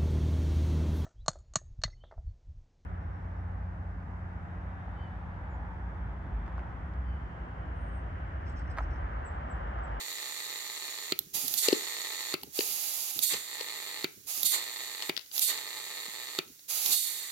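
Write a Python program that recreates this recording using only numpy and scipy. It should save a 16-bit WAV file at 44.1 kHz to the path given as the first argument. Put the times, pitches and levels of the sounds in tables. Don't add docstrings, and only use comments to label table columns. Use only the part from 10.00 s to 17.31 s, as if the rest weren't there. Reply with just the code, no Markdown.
import sys
import numpy as np
from scipy import signal
from scipy.fft import rfft, irfft, next_fast_len
from scipy.io import wavfile
from scipy.ndimage import uniform_filter1d

SR = 44100
rng = np.random.default_rng(int(sys.argv[2]) if len(sys.argv) > 2 else 0)


def master(y):
    cut = np.clip(np.atleast_2d(y).T, -1, 1)
    pcm = np.round(cut * 32767)
    wavfile.write(sys.argv[1], SR, pcm.astype(np.int16))


N = 322371
TIME = np.arange(N) / SR
HIT_TIME = TIME[:8192]

# start in seconds, level in dB.
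SHUTS = [(1.1214, 2.5), (2.34, 3), (4.043, 3), (5.0949, 2.5), (6.3879, 2.5)]
# surge time in seconds, surge level in dB, its fall in dB per second,
# spray delay in seconds, spray level in dB, extra level of the first gush in dB, spitting level in dB.
RUNS = [(-.4, 0, 380, .085, 1.5, 12, -0.15), (1.587, -2, 330, 0.067, 3.5, 10.5, 1.5),
        (3.236, -1, 380, 0.086, .5, 13, .5), (4.465, .5, 330, 0.08, 1, 15, 0),
        (5.427, 0, 400, 0.078, 0, 13, -1), (6.928, 1, 65, 0.13, 1.5, -2.5, -10)]
# pitch and width in Hz, left and right boost in dB.
CAVITY_RINGS = [(412, 156, 5.5, 5), (861, 38, 4, 9), (1932, 180, 6, 5.5), (3060, 290, -3, -1),
                (3724, 270, 3, 6), (4030, 274, -2, -9), (4350, 213, -1.5, 8), (5620, 600, -2.5, -5),
                (6704, 170, -3, 7), (7234, 170, -8, 9.5), (7460, 150, -1, -0.5), (8410, 260, 2, -0.5),
                (12500, 400, -7, -4.5)]


def undb(db):
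    return 10 ** (np.asarray(db) / 20)


def fade(t, t60):
    return np.exp(-np.log(1000) * t / t60)


def rise(t, rise_s):
    return np.sin(np.pi / 2 * np.clip(t / rise_s, 0, 1)) ** 2


def release(t, db_per_s):
    return undb(-db_per_s * np.maximum(t, 0))


def settle(t, settle_s):
    return np.exp(-np.maximum(t, 0) / settle_s)


def bump(middle_s, length_s):
    return np.cos(np.pi * np.clip((TIME - middle_s) / length_s, -.5, .5))


def wander(per_second):
    step = int(SR / per_second)
    return 1.33 * uniform_filter1d(np.repeat(rng.standard_normal(N // step + 1), step), step)[:N]


def add(track, start_s, sound):
    start = int(start_s * SR)
    track[:, start:start + sound.shape[1]] += sound[:, :N - start]


def colour(x, tone, rings=()):
    freq = np.maximum(np.arange(1025) * SR / 2048, 1)
    hz, *sides = np.transpose(tone)
    db = np.array([np.interp(np.log(freq), np.log(hz), side) for side in sides])
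    for centre, width, *boost in rings:
        db = db + np.outer(boost, 1 / (1 + (2 * (freq - centre) / width) ** 2))
    cepstrum = irfft(np.log(undb(db)))
    half = len(freq) - 1
    cepstrum[:, 1:half] *= 2
    cepstrum[:, half + 1:] = 0
    response = irfft(np.exp(rfft(cepstrum)))
    return signal.oaconvolve(x, response, axes=1)[:, :x.shape[1]]


def noise_pair(size, shared, lag=0):
    common = rng.standard_normal(size)
    separate = rng.standard_normal((2, size))
    return np.sqrt(shared) * np.array([np.roll(common, lag), common]) + np.sqrt(1 - shared) * separate


def unit_energy(x):
    return x / np.sqrt(np.sum(x ** 2, axis=1, keepdims=True))


def hiss(tone, shared, rings=(), flutter_db=.6):
    turbulence = noise_pair(N, shared, lag=21) * np.sqrt(SR / 2) * undb(flutter_db * wander(60))
    return colour(turbulence, tone, rings)


def crack(tone, rise_s, t60, bounce_s, bounce_db, lag=0):
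    strike = (1 - np.exp(-HIT_TIME / rise_s)) * fade(HIT_TIME, t60)
    after = np.maximum(HIT_TIME - bounce_s, 0)
    bounce = undb(bounce_db) * (after > 0) * fade(after, t60)
    burst = noise_pair(len(HIT_TIME), 0.42, lag) * (strike + bounce)
    return colour(unit_energy(burst), tone)


def small_source(x, cutoff_hz=185):
    return signal.sosfilt(signal.butter(4, cutoff_hz, "high", fs=SR, output="sos"), x)


def garage(x, t60=0.28, build_s=0.00095):
    # pitch in Hz, left and right level in dB.
    room_tone = [(100.4, -13, -10.5), (388, -11.5, -12), (1950, -8, -8), (4300, -13, -18.5),
                 (8000, -12.5, -21.5), (16000, -10, -19.5)]
    t = TIME[:SR * 3 // 4]
    tail = unit_energy(rng.standard_normal((2, len(t))) * fade(t, t60) * (1 - np.exp(-t / build_s)))
    size = next_fast_len(N + SR, real=True)
    echoes = irfft(rfft(x, size) * rfft(tail, size), size)[:, :N]
    return colour(echoes, room_tone)


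def tub_walls(x, gap_s=.0015, echo_db=-12):
    scatter = rng.standard_normal((2, len(HIT_TIME))) * fade(HIT_TIME, t60=.04) * (HIT_TIME > gap_s)
    return x + signal.oaconvolve(x, undb(echo_db) * unit_energy(scatter), axes=1)[:, :N]


def leak():
    # pitch in Hz, left and right level in dB per Hz.
    leak_tone = [(25.2, -122, -122), (84, -100, -102), (294, -100, -102), (700, -113, -112),
                 (1290, -104, -111), (2510, -102, -111), (4500, -94.5, -100), (6500, -102, -90),
                 (7330, -115, -95), (8800, -109, -100), (11200, -107, -92), (13500, -108, -92.5),
                 (16000, -113, -92.5)]
    return hiss(leak_tone, shared=0.41)


def hand():
    # middle and length in seconds, level in dB.
    grips = [(1.217, 0.26, -2), (1.456, 0.31, 3.5), (2.47, 0.14, -2), (2.68, 0.24, -7), (3.186, 0.073, 11),
             (3.36, .12, 4.5), (4.149, 0.31, -6), (4.431, 0.16, -1.5), (6.49, 0.093, 1),
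             (6.905, 0.068, 2.5)]
    # pitch in Hz, left and right level in dB per Hz.
    rumble_tone = [(25, -104, -104), (78, -88.5, -88), (222, -87.5, -86.5), (414, -83.5, -89.5),
                   (601, -106, -106), (1990, -125, -125)]
    swells = sum(undb(db) * bump(middle, length) for middle, length, db in grips)
    return swells * hiss(rumble_tone, shared=0.78, flutter_db=5)


def leads():
    # start in seconds, level in dB.
    sparks = [(1.19, -4), (1.4804, -6), (1.5393, -6), (2.4336, -18.5), (3.1906, -4), (4.4314, -3),
              (5.3647, -15), (5.379, -4), (5.3936, -4), (6.8602, -2.5)]
    ticks = [(1.539, -15), (2.414, -24), (5.0232, -5), (5.1656, -5.5), (5.1757, -3), (5.1927, -15.5),
             (5.2115, -23), (5.261, -27), (5.3144, -18), (5.576, -11.5), (6.5936, -25.5)]
    # pitch in Hz, left and right level in dB.
    spark_tone = [(30, -32, -29.5), (200, -15, -13), (800, -15, -5), (2180, -9, -16), (3980, 7, 10.5),
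                  (6000, -23, 4), (8500, -12.5, -4.5), (10500, -13, -1), (11800, 0.5, 18),
                  (13300, -0.5, 12.5), (15600, -12.5, 0.5)]
    tick_tone = [(30, -34.5, -31), (201, -6.5, -15), (600, -6.5, -8.5), (2000, -2, -9.5), (3000, 5.5, -6),
                 (3670, 8, 0), (4670, 12.5, -8), (7170, -9, -11), (9000, -15, -16), (13060, -9, -11),
                 (15700, -20, -22)]
    out = np.zeros((2, N))
    for start, db in sparks:
        add(out, start, undb(db) * crack(spark_tone, 0.00013, 0.01, 0.0014, bounce_db=-13, lag=21))
    for start, db in ticks:
        add(out, start, undb(db) * crack(tick_tone, 0.0001, 0.0095, 0.0011, bounce_db=-9, lag=-10))
    return out


def tub_knocks(swell_s=.0026, right_db=-5):
    # start in seconds, clack and thump level in dB, thump pitch in Hz.
    knocks = [(1.6837, 3.5, -13.5, 436), (1.7267, -1.5, -9, 376), (2.432, -18.5, -41, 850),
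              (2.5889, -5, -18, 398), (2.6066, -5, -34, 432), (3.338, -7, -31.5, 450),
              (3.6083, -8.5, -33, 467), (6.079, -27, -44, 200), (6.477, -34, -55, 302),
              (6.5, -39, -46, 260)]
    # pitch in Hz, left and right level in dB.
    clack_tone = [(30, -27.5, -31), (150.6, -15.5, -17), (884, 0, -15), (1680, -4.5, -12), (2890, 12, 0),
                  (3680, 3, -0.5), (4490, 16, 6.5), (6640, -6, -5), (10000, -7.5, -8.5), (16000, -27, -15)]
    out = np.zeros((2, N))
    swing = (HIT_TIME / swell_s * np.exp(1 - HIT_TIME / swell_s)) ** 2
    for start, clack_db, thump_db, hz in knocks:
        thump = np.outer(undb([thump_db, thump_db + right_db]), swing * np.sin(2 * np.pi * hz * HIT_TIME))
        clack = undb(clack_db) * crack(clack_tone, 0.00016, 0.012, 0.0019, bounce_db=-4)
        add(out, start, small_source(thump) + clack)
    return out


def plunger(travel_s=0.00127, click_db=-15):
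    # pitch in Hz, seconds to fade by 60 dB, left and right level in dB.
    body_notes = [(167, 0.048, -37, -39.5), (377, 0.036, -26, -29.5), (615, 0.027, -40.5, -37.5),
                  (1330, 0.023, -39.5, -34.5), (2084, 0.039, -37, -42), (3710, 0.013, -27, -26),
                  (4570, 0.016, -41, -23.5), (6880, .018, -52, -35.5)]
    # pitch in Hz, left and right level in dB.
    shut_tone = [(30, -49, -42.5), (110, -33, -17), (220, -14, -8), (654, -0.5, -4.5), (850, -16, 1),
                 (1300, -9.5, -4.5), (3000, -1, -13.5), (4440, 4.5, 11), (4930, -9, -22), (6850, -31, -0.5),
                 (8700, -21, -18), (12300, -23, -6), (16200, -19, -6)]
    rattle_tone = [(100, -43, -45), (1600, -19, -22), (2320, 7.5, 0.5), (2940, -1.5, -9),
                   (4500, -14, -18.5), (16000, -41, -45)]
    out = np.zeros((2, N))
    ring = small_source(sum(np.outer(undb(sides), np.sin(2 * np.pi * hz * HIT_TIME) * fade(HIT_TIME, t60))
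                            for hz, t60, *sides in body_notes))
    for start, db in SHUTS:
        click = crack(shut_tone, 0.00013, 0.013, 0.0008, bounce_db=-6)
        seat = crack(shut_tone, 0.00019, 0.01, 0.0013, bounce_db=-9.5, lag=10)
        rattle = crack(rattle_tone, 0.0011, 0.038, 0.007, bounce_db=-9.5)
        add(out, start - travel_s, undb(db + click_db) * click)
        add(out, start, undb(db) * (ring + seat + rattle))
    return out


def jet(hold_s=0.0072):
    # start and rise in seconds, level in dB, drift in dB per second, midway swell in dB.
    jets = [(1.33, 0.024, 4, -27, -2.5), (2.51, .075, -2.5, -4, 3.5), (4.255, 0.043, -2.5, 3, 0),
            (5.299, 0.078, -1, -12, 0.5), (6.674, 0.034, 1, 15, -1)]
    # pitch in Hz, left and right level in dB per Hz.
    jet_tone = [(29.7, -116, -116), (200, -97.5, -96.5), (600, -93, -83.5), (804, -82, -83.5),
                (1500, -92.5, -86.5), (2740, -75.5, -87.5), (3850, -80, -74.5), (5100, -76.5, -75.5),
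                (6950, -80, -67), (7720, -83, -77), (9070, -87.5, -75), (11530, -81.5, -67.5),
                (13100, -85.5, -68), (16000, -82.5, -76.5)]
    # pitch and width in Hz, left and right boost in dB.
    jet_rings = [(403, 110, 2.5, 5), (810, 110, 3, 6), (1250, 87, 0, 5), (4830, 240, 4.5, 6),
                 (5750, 400, -1.5, -4.5), (7150, 200, -3.5, 0), (8500, 900, 3.5, 0), (9350, 500, -8.5, 0),
                 (11100, 230, -2, 3.5)]
    gain = np.zeros(N)
    for start, rise_s, db, drift, swell_db in jets:
        length = min(run[0] for run in RUNS if run[0] > start) - start
        age = np.clip(TIME - start, 0, length)
        level = undb(db + drift * age + swell_db * np.sin(np.pi * age / length))
        gain += rise(age, rise_s) * level * release(TIME - start - length - hold_s, db_per_s=400)
    return gain * hiss(jet_tone, shared=0.34, rings=jet_rings)


def spitting(per_second=116, evenness=12, scatter_db=2.2, rebound_s=0.001295, rebound_db=-9):
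    # pitch in Hz, left and right level in dB per Hz.
    spit_tone = [(30.1, -114, -114), (184, -97.5, -100.5), (398, -89, -89.5), (730, -90, -84.5),
                 (1318, -82, -82.5), (1450, -103, -99), (1812, -81.5, -79.5), (2400, -78.5, -94.5),
                 (3560, -82, -82.5), (4000, -78, -72), (4900, -94.5, -84), (8000, -104, -100),
                 (16300, -120, -115)]
    # middle and length in seconds, dip in dB.
    falters = [(3.438, .2, -13.5)]
    times = np.cumsum(rng.gamma(evenness, 1 / (per_second * evenness), size=1200))
    sizes = undb(scatter_db * np.clip(rng.standard_normal(len(times)), -2, 2))
    inside = times < TIME[-1]
    pops = np.zeros(N)
    pops[(times[inside] * SR).astype(int)] = sizes[inside]
    pops *= np.sqrt(SR / 2 / np.mean(pops ** 2))
    spatter = np.sqrt(np.abs(uniform_filter1d(pops ** 2, size=44))) * noise_pair(N, shared=.3)
    rebound = undb(rebound_db) * np.roll(spatter, int(rebound_s * SR), axis=1)
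    direct = np.array([np.roll(pops, 6), pops])
    dip = undb(sum(db * bump(middle, length) ** 2 for middle, length, db in falters))
    return dip * colour(direct + rebound, spit_tone, CAVITY_RINGS)


def run_strengths():
    surge_rise_s, surge_hold_s, kick_db, kick_s = 0.025, 0.055, 5, 0.013
    spray_rise_s, gush_s = 0.048, 0.041
    spit_lag_s, spit_rise_s, spit_gush_share = 0.012, 0.025, 0.38
    surge, spray, spit = np.zeros((3, N))
    for start, surge_db, fall, delay_s, spray_db, gush_db, spit_db in RUNS:
        flowing = TIME < min((shut for shut, _ in SHUTS if shut > start), default=np.inf)
        age = TIME - start
        surge_level = undb(surge_db + kick_db * settle(age, kick_s)) * release(age - surge_hold_s, fall)
        surge += flowing * rise(age + surge_rise_s, surge_rise_s) * surge_level
        spray_age = age - delay_s
        pressure = flowing * release(spray_age, db_per_s=1.4)
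        spray_level = undb(spray_db + gush_db * settle(spray_age, gush_s))
        spray += pressure * rise(spray_age + spray_rise_s, spray_rise_s) * spray_level
        spit_age = spray_age - spit_lag_s
        spit_level = undb(spit_db + spit_gush_share * gush_db * settle(spit_age, gush_s))
        spit += pressure * rise(spit_age + spit_rise_s, spit_rise_s) * spit_level
    return surge, spray, spit


def shifting(x, start_s=2.6, length_s=0.86):
    # pitch and width in Hz, left and right boost in dB.
    early_rings = [(3970, 200, 5.5, -1), (5610, 450, 3.5, 6.5), (6760, 200, 3, 5.5), (8820, 440, 0, 1)]
    flat = [(20, 0, 0), (20000, 0, 0)]
    moved = rise(TIME - start_s, length_s)
    return moved * x + (1 - moved) * colour(x, flat, early_rings)


def wet_flow():
    # pitch in Hz, left and right level in dB per Hz.
    surge_tone = [(30, -122, -122), (700, -133, -111), (1514, -94, -103.5), (3550, -71.5, -72),
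                  (4190, -75, -64), (5000, -73.5, -72.5), (7200, -73.5, -70), (9500, -80.5, -63),
                  (10300, -78, -70.5), (11300, -75, -64), (13600, -77.5, -62.5), (14500, -81.5, -75),
                  (16100, -90, -86)]
    spray_tone = [(60, -125, -125), (400, -98, -96.5), (1163, -89.5, -87.5), (1400, -95.5, -90.5),
                  (1990, -83, -88), (2770, -88.5, -87), (4120, -78.5, -77.5), (5480, -90.5, -87.5),
                  (6940, -85.5, -80.5), (8720, -96.5, -79.5), (10450, -99.5, -91), (13400, -91.5, -75.5),
                  (14500, -106, -102), (16300, -112, -96)]
    surge_gain, spray_gain, spit_gain = run_strengths()
    surge = surge_gain * hiss(surge_tone, shared=0.49, rings=CAVITY_RINGS)
    spray = spray_gain * hiss(spray_tone, shared=0.43, rings=CAVITY_RINGS)
    return shifting(surge + spray + spit_gain * spitting())


def scene():
    direct = hand() + tub_walls(jet() + wet_flow() + leak()) + plunger() + tub_knocks() + leads()
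    return direct + garage(direct)


def record(dry):
    top_hz = 15900
    return signal.sosfilt(signal.ellip(10, .2, 80, top_hz, fs=SR, output="sos"), dry)


dry = scene()
out = record(dry)
master(out)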